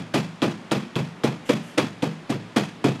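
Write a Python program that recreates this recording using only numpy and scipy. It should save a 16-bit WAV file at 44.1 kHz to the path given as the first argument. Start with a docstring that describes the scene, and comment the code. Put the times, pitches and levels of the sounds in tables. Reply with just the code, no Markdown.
"""Tapping a glass pane into a vehicle

A mallet taps a glass pane into its rubber gasket inside a large empty vehicle, about four blows a second.
Each blow swings the pane in a short knock (swelling tones), chatters the glass in its frame (random clicks)
and sets the body shell booming (ringing modes). The hard cabin carries it on as fading noise, over soft
scuffs (hissing noise) and quiet outdoor air (steady noise)."""
import sys
import numpy as np
from scipy import signal
from scipy.io import wavfile
from scipy.ndimage import uniform_filter1d

SR = 44100
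rng = np.random.default_rng(int(sys.argv[2]) if len(sys.argv) > 2 else 0)


def amplitude_ratio(level_db):
    """Convert a level in decibels to the matching linear amplitude (field) ratio."""
    exponent = np.asarray(level_db, float) / 20
    return 10 ** exponent


def materialize(psi):
    """Save the field psi as 16-bit PCM at rate SR to the path in sys.argv[1].

    A 1-D psi becomes a single channel; in a 2-D psi each row is a channel.
    """
    bounded = np.clip(np.atleast_2d(psi).T, -1, 1)
    quanta = np.round(bounded * 32767).astype(np.int16)
    wavfile.write(sys.argv[1], SR, quanta)


N = 132300   # length of the scene [samples]
TAIL = SR * 3 // 4   # length of the sound of one blow [samples]


def rms_one(x):
    """Scale to unit rms."""
    return x / np.sqrt(np.mean(x ** 2) + 1e-20)


def at_hz(points, hz):
    """Read a table of (frequency, value) on a log-frequency axis."""
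    table_hz, values = np.array(points).T
    return np.interp(np.log(hz), np.log(table_hz), values)


def bands(x):
    """Yield centre and content of each half-octave band; signs alternate so that neighbours join smoothly."""
    edges = 28.3 * 2 ** np.arange(0, 9.6, 0.5)
    for k, (low, high) in enumerate(zip(edges, edges[1:])):
        band_filter = signal.butter(2, [low, high], "band", fs=SR, output="sos")
        yield np.sqrt(low * high), (-1) ** k * signal.sosfilt(band_filter, x)


def ring(x, hz, t60):
    """A resonance: a unit click starts a sine of height 1 that falls by 60 dB in t60 seconds."""
    decay = amplitude_ratio(-60 / (t60 * SR))   # per sample
    angle = 2 * np.pi * hz / SR
    feedback = [1, -2 * decay * np.cos(angle), decay * decay]
    return signal.lfilter([0, np.sin(angle)], feedback, x + 1e-18)


def place(times, rows):
    """Lay one row of sound at each time; a blow may start up to a second before the scene."""
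    out = np.zeros(N + 2 * SR)
    for s, row in zip(times, rows):
        i = int(s * SR) + SR
        out[i:i + len(row)] += row
    return out[SR:SR + N]


def swing(db, hz, peak_s):
    """A bending mode of the pane swells to one largest swing and is stopped by its rubber."""
    width_s, onset_s = 0.0049, 0.00067   # spread of the swell; ramp at first contact
    t = np.arange(TAIL) / SR
    swell = np.exp(-0.5 * ((t - peak_s) / width_s) ** 2) * np.minimum(t / onset_s, 1)
    return amplitude_ratio(db)[:, None] * swell * np.cos(2 * np.pi * hz[:, None] * (t - peak_s))


def knock(db, hz):
    """Two bending modes of the pane and the bright tick of first contact."""
    # upper part of each blow, in order:
    # (second pane mode [Hz], level of that mode [dB], level of the glassy tick [dB])
    upper_rings = [(500, -25, -30), (597, -28, -38), (642, -26, -14), (542, -28.5, -16), (550, -38, -16),
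                   (450, -22, -21), (490, -13.5, -29), (508, -18, -46), (508, -20, -23), (500, -23.5, -45),
                   (857, -29, -52), (462, -21, -52)]
    upper_hz, upper_db, tick_db = np.transpose(upper_rings)
    main = swing(db, hz, peak_s=0.01075)
    upper = swing(upper_db, upper_hz, peak_s=0.011)
    touch = np.arange(TAIL) == 0   # a single click
    tick = amplitude_ratio(tick_db)[:, None] * ring(touch, hz=3340, t60=0.0065)
    return main + upper + tick


def chatter(db, delay, tilt_db):
    """Dense uneven glass-on-frame clicks swell and die just after contact."""
    clicks_per_s, spread_db = 3000, 5
    rise_s, t60_s = 0.0059, 0.047
    # colour of the rattling glass: (frequency [Hz], level [dB])
    glass_colour = [(300, -20), (700, 11.5), (1300, 2.5), (2600, 4.5), (4000, 3), (7000, -5.5), (11000, -1),
                    (15500, -106.5)]
    t = np.maximum(np.arange(TAIL)[None] / SR - delay[:, None], 0)
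    shape = (len(db), TAIL)
    happens = rng.random(shape) < clicks_per_s / SR
    strength = amplitude_ratio(spread_db * np.minimum(rng.exponential(1, shape), 2))
    clicks = rms_one(happens * strength * rng.choice([-1, 1], shape))
    rise = 1 - np.exp(-t / rise_s)
    fall = amplitude_ratio(db[:, None] - 60 * t / t60_s)
    rattle = clicks * rise * fall + 1e-18
    out = 0
    for hz, band in bands(rattle):
        tilt = tilt_db[:, None] * np.log2(hz / 2000)
        out = out + amplitude_ratio(at_hz(glass_colour, hz) + tilt) * band
    return out


def boom(db):
    """Thrust, return and an uneven shudder strike the shell modes, a little differently each time."""
    shudder_db, shudder_s = -9, 0.0063   # strength and fading time of the uneven push
    spread_db, detune = 3.5, 0.005   # change per blow: mode strength, and pitch as a fraction
    # body shell modes: (frequency [Hz], relative level [dB], time to fall by 60 dB [s])
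    shell_modes = [(79, -24, 1), (110.5, -15, 0.7), (137.7, 4.5, 0.2), (148, -32, 0.86), (162.6, -3, 0.48),
                   (183, -12.5, 0.6), (206.8, 0.5, 0.28), (237.2, -4, 0.55), (264, -14.5, 0.34),
                   (367, -8.5, 0.16), (473.9, -9.5, 0.24), (575, -23, 0.24)]
    # the thrust, and its return from the far end of the cabin: (time after the blow starts [s], level [dB])
    thrusts = [(.004, -0.5), (.048, -2)]
    t = np.arange(TAIL) / SR
    out = []
    for level_db in db:
        push = rng.standard_normal(TAIL) * t * np.exp(-t / shudder_s)
        push = amplitude_ratio(shudder_db) * push / np.sqrt(np.sum(push ** 2))
        for s, thrust_db in thrusts:
            push[int(abs(s) * SR)] += amplitude_ratio(thrust_db)
        draw = rng.standard_normal((len(shell_modes), 2))
        ringing = 0
        for k, ((hz, mode_db, t60), (a, b)) in enumerate(zip(shell_modes, draw)):
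            gain = amplitude_ratio(level_db - 9 + mode_db + spread_db * a) * (-1) ** k
            ringing = ringing + gain * ring(push, hz * (1 + detune * b), t60)
        out.append(ringing)
    return np.array(out)


def cabin(db, tilt_db):
    """Diffuse reflections of each blow build up, then die band by band, keeping a few glass modes alive."""
    build_s = 0.002
    clump_db, clump_s = 2.0, 0.006   # reflections arrive in uneven clumps
    # colour of the echo before a general fall towards the treble: (frequency [Hz], level [dB])
    echo_colour = [(100, -53), (200, -6.5), (300, -1), (450, -2.5), (800, -7), (1600, -13.5), (3000, -12),
                   (6000, -20.5), (11000, -31), (15500, -24.5)]
    # how long the cabin rings: (frequency [Hz], time to fall by 60 dB [s])
    echo_t60 = [(80, 0.17), (160, 0.54), (420, 0.23), (1100, 0.32), (2900, 0.35), (7700, 0.42),
                (15000, 0.22)]
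    # glass modes fed by the echo: (frequency [Hz], level [dB], time to fall by 60 dB [s])
    glass_rings = [(2650, -38, .03), (3450, -39, .03)]
    t = np.arange(TAIL) / SR
    diffuse = 0
    for hz, band in bands(rng.standard_normal((len(db), TAIL))):
        colour_db = at_hz(echo_colour, hz) - 7.2 * np.log10(hz / 1000)
        tilt = tilt_db[:, None] * np.log2(hz / 1000)
        diffuse = diffuse + band * amplitude_ratio(colour_db + tilt - 60 * t / at_hz(echo_t60, hz))
    echo = diffuse + sum(amplitude_ratio(ring_db) * ring(diffuse, hz, t60) for hz, ring_db, t60 in glass_rings)
    clumps = rng.standard_normal(echo.shape)
    for _ in range(2):   # smooth twice
        clumps = uniform_filter1d(clumps, size=int(clump_s * SR))
    clumps = rms_one(clumps)
    return amplitude_ratio(db[:, None] + clump_db * clumps) * echo * (1 - np.exp(-t / build_s))


def scuffs():
    """A hand or tool rubs the frame lightly: short soft hiss with a bump near 3 kHz."""
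    bump_hz, bump_width_hz, hiss_gain_db = 3000, 830, 2.5
    # scuffs: (start [s], length [s], level [dB])
    rubs = [(1.451, 0.12, -46.5), (1.617, 0.18, -50.5)]
    t = np.arange(N) / SR
    noise = rng.standard_normal(N)
    hiss_band = signal.butter(2, [1500, 8500], "band", fs=SR, output="sos")
    hiss = signal.sosfilt(hiss_band, noise)
    bump = rms_one(ring(noise, bump_hz, 2.2 / bump_width_hz))
    strokes = 0
    for s, length, db in rubs:
        progress = np.clip((t - s) / length, 0, 1)
        strokes = strokes + amplitude_ratio(db) * np.sin(np.pi * progress ** 0.57)   # swells faster than it fades
    return (bump + amplitude_ratio(hiss_gain_db) * hiss) * strokes


def air():
    """Steady outdoor hush: coloured noise, each band wavering a little."""
    level_db, waver_db = -44, 0.7
    # colour of the hush: (frequency [Hz], relative level [dB per Hz])
    air_colour = [(30, -12), (60, -27), (136, -5.5), (224, 1.5), (400, -7), (1000, -10.5), (2570, -15.5),
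                  (6160, -30), (10700, -38.5), (15000, -62)]
    out = 0
    for hz, band in bands(rng.standard_normal(N + SR)):
        # a new random level ten times a second
        waver = np.interp(np.arange(N) / SR * 10, np.arange(40), rng.standard_normal(40))
        out = out + amplitude_ratio(at_hz(air_colour, hz) + waver_db * waver) * band[SR:]   # skip the filter's start
    return amplitude_ratio(level_db) * rms_one(out)


def scene():
    """Direct sound of the blows, plus the indirect and quiet parts: cabin echo, scuffs and air."""
    # blows: (time [s], knock level [dB], knock frequency [Hz], boom level [dB], chatter level [dB],
    # chatter delay [s], chatter brightness [dB per octave])
    blows = [(-.13, -12, 290, -11, -16, 0.009, 0), (0.1379, -22.5, 343, -16.5, -11, 0.0028, -2),
             (.419, -13.5, 288, -17.5, -13, 0.0009, -4.5), (0.713, -13, 323, -20.5, -12.5, 0.0012, -2),
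             (0.9559, -21.5, 264, -19.5, -28.5, .0005, 0), (1.2355, -17.5, 294, -19, -17, 0.0025, 0.5),
             (1.4898, -11, 282, -16, -14, 0.00096, -2.5), (1.7745, -12, 295, -17, -8, 0.0027, -2.5),
             (2.0227, -17, 274, -21.5, -20, 0.00034, -1.5), (2.2935, -19, 268, -19, -24.5, 0.0061, 2.5),
             (2.56, -14.5, 259, -18, -8.5, 0.0013, -2.5), (2.8403, -10, 276, -17.5, -24, 0.00068, 1)]
    # echo of each blow, same order: (level [dB], brightness [dB per octave])
    echoes = [(-0.5, -1), (-5, 0), (-4.5, -1), (-5.5, -0.5), (-9, -0.5), (-6, -1), (-6, 0), (-3.5, -0.5),
              (-9.5, -0.5), (-9.5, -1), (-4, 0), (-5.5, -1)]
    s, knock_db, knock_hz, boom_db, chatter_db, delay, tilt_db = np.transpose(blows)
    near = knock(knock_db, knock_hz) + chatter(chatter_db, np.maximum(delay, 0), tilt_db) + boom(boom_db)
    echo_db, echo_tilt_db = np.transpose(echoes)
    thin = signal.butter(3, 100, "high", fs=SR, output="sos")   # thin panels radiate little deep bass
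    dull = signal.cheby2(8, 30, 15200, fs=SR, output="sos")   # 30 dB down or more above 15.2 kHz
    far = signal.sosfilt(thin, place(s, cabin(echo_db, echo_tilt_db))) + scuffs() + air()
    mix = signal.sosfilt(thin, place(s, near)) + signal.sosfilt(dull, far)
    return mix[None]   # one channel


def low_pass(x):
    """Removes everything above the highest recorded frequency."""
    return signal.sosfilt(signal.butter(12, 16390, fs=SR, output="sos"), x)


def record(dry):
    """Small microphone with a falling top and rounded peaks."""
    top_hz, ceiling = 13400, 0.75   # ceiling: as a share of full scale
    x = signal.sosfilt(signal.butter(3, top_hz, fs=SR, output="sos"), dry)
    rounded = ceiling * np.tanh(x / ceiling)
    return low_pass(rounded)


dry = scene()
out = record(dry)
materialize(out)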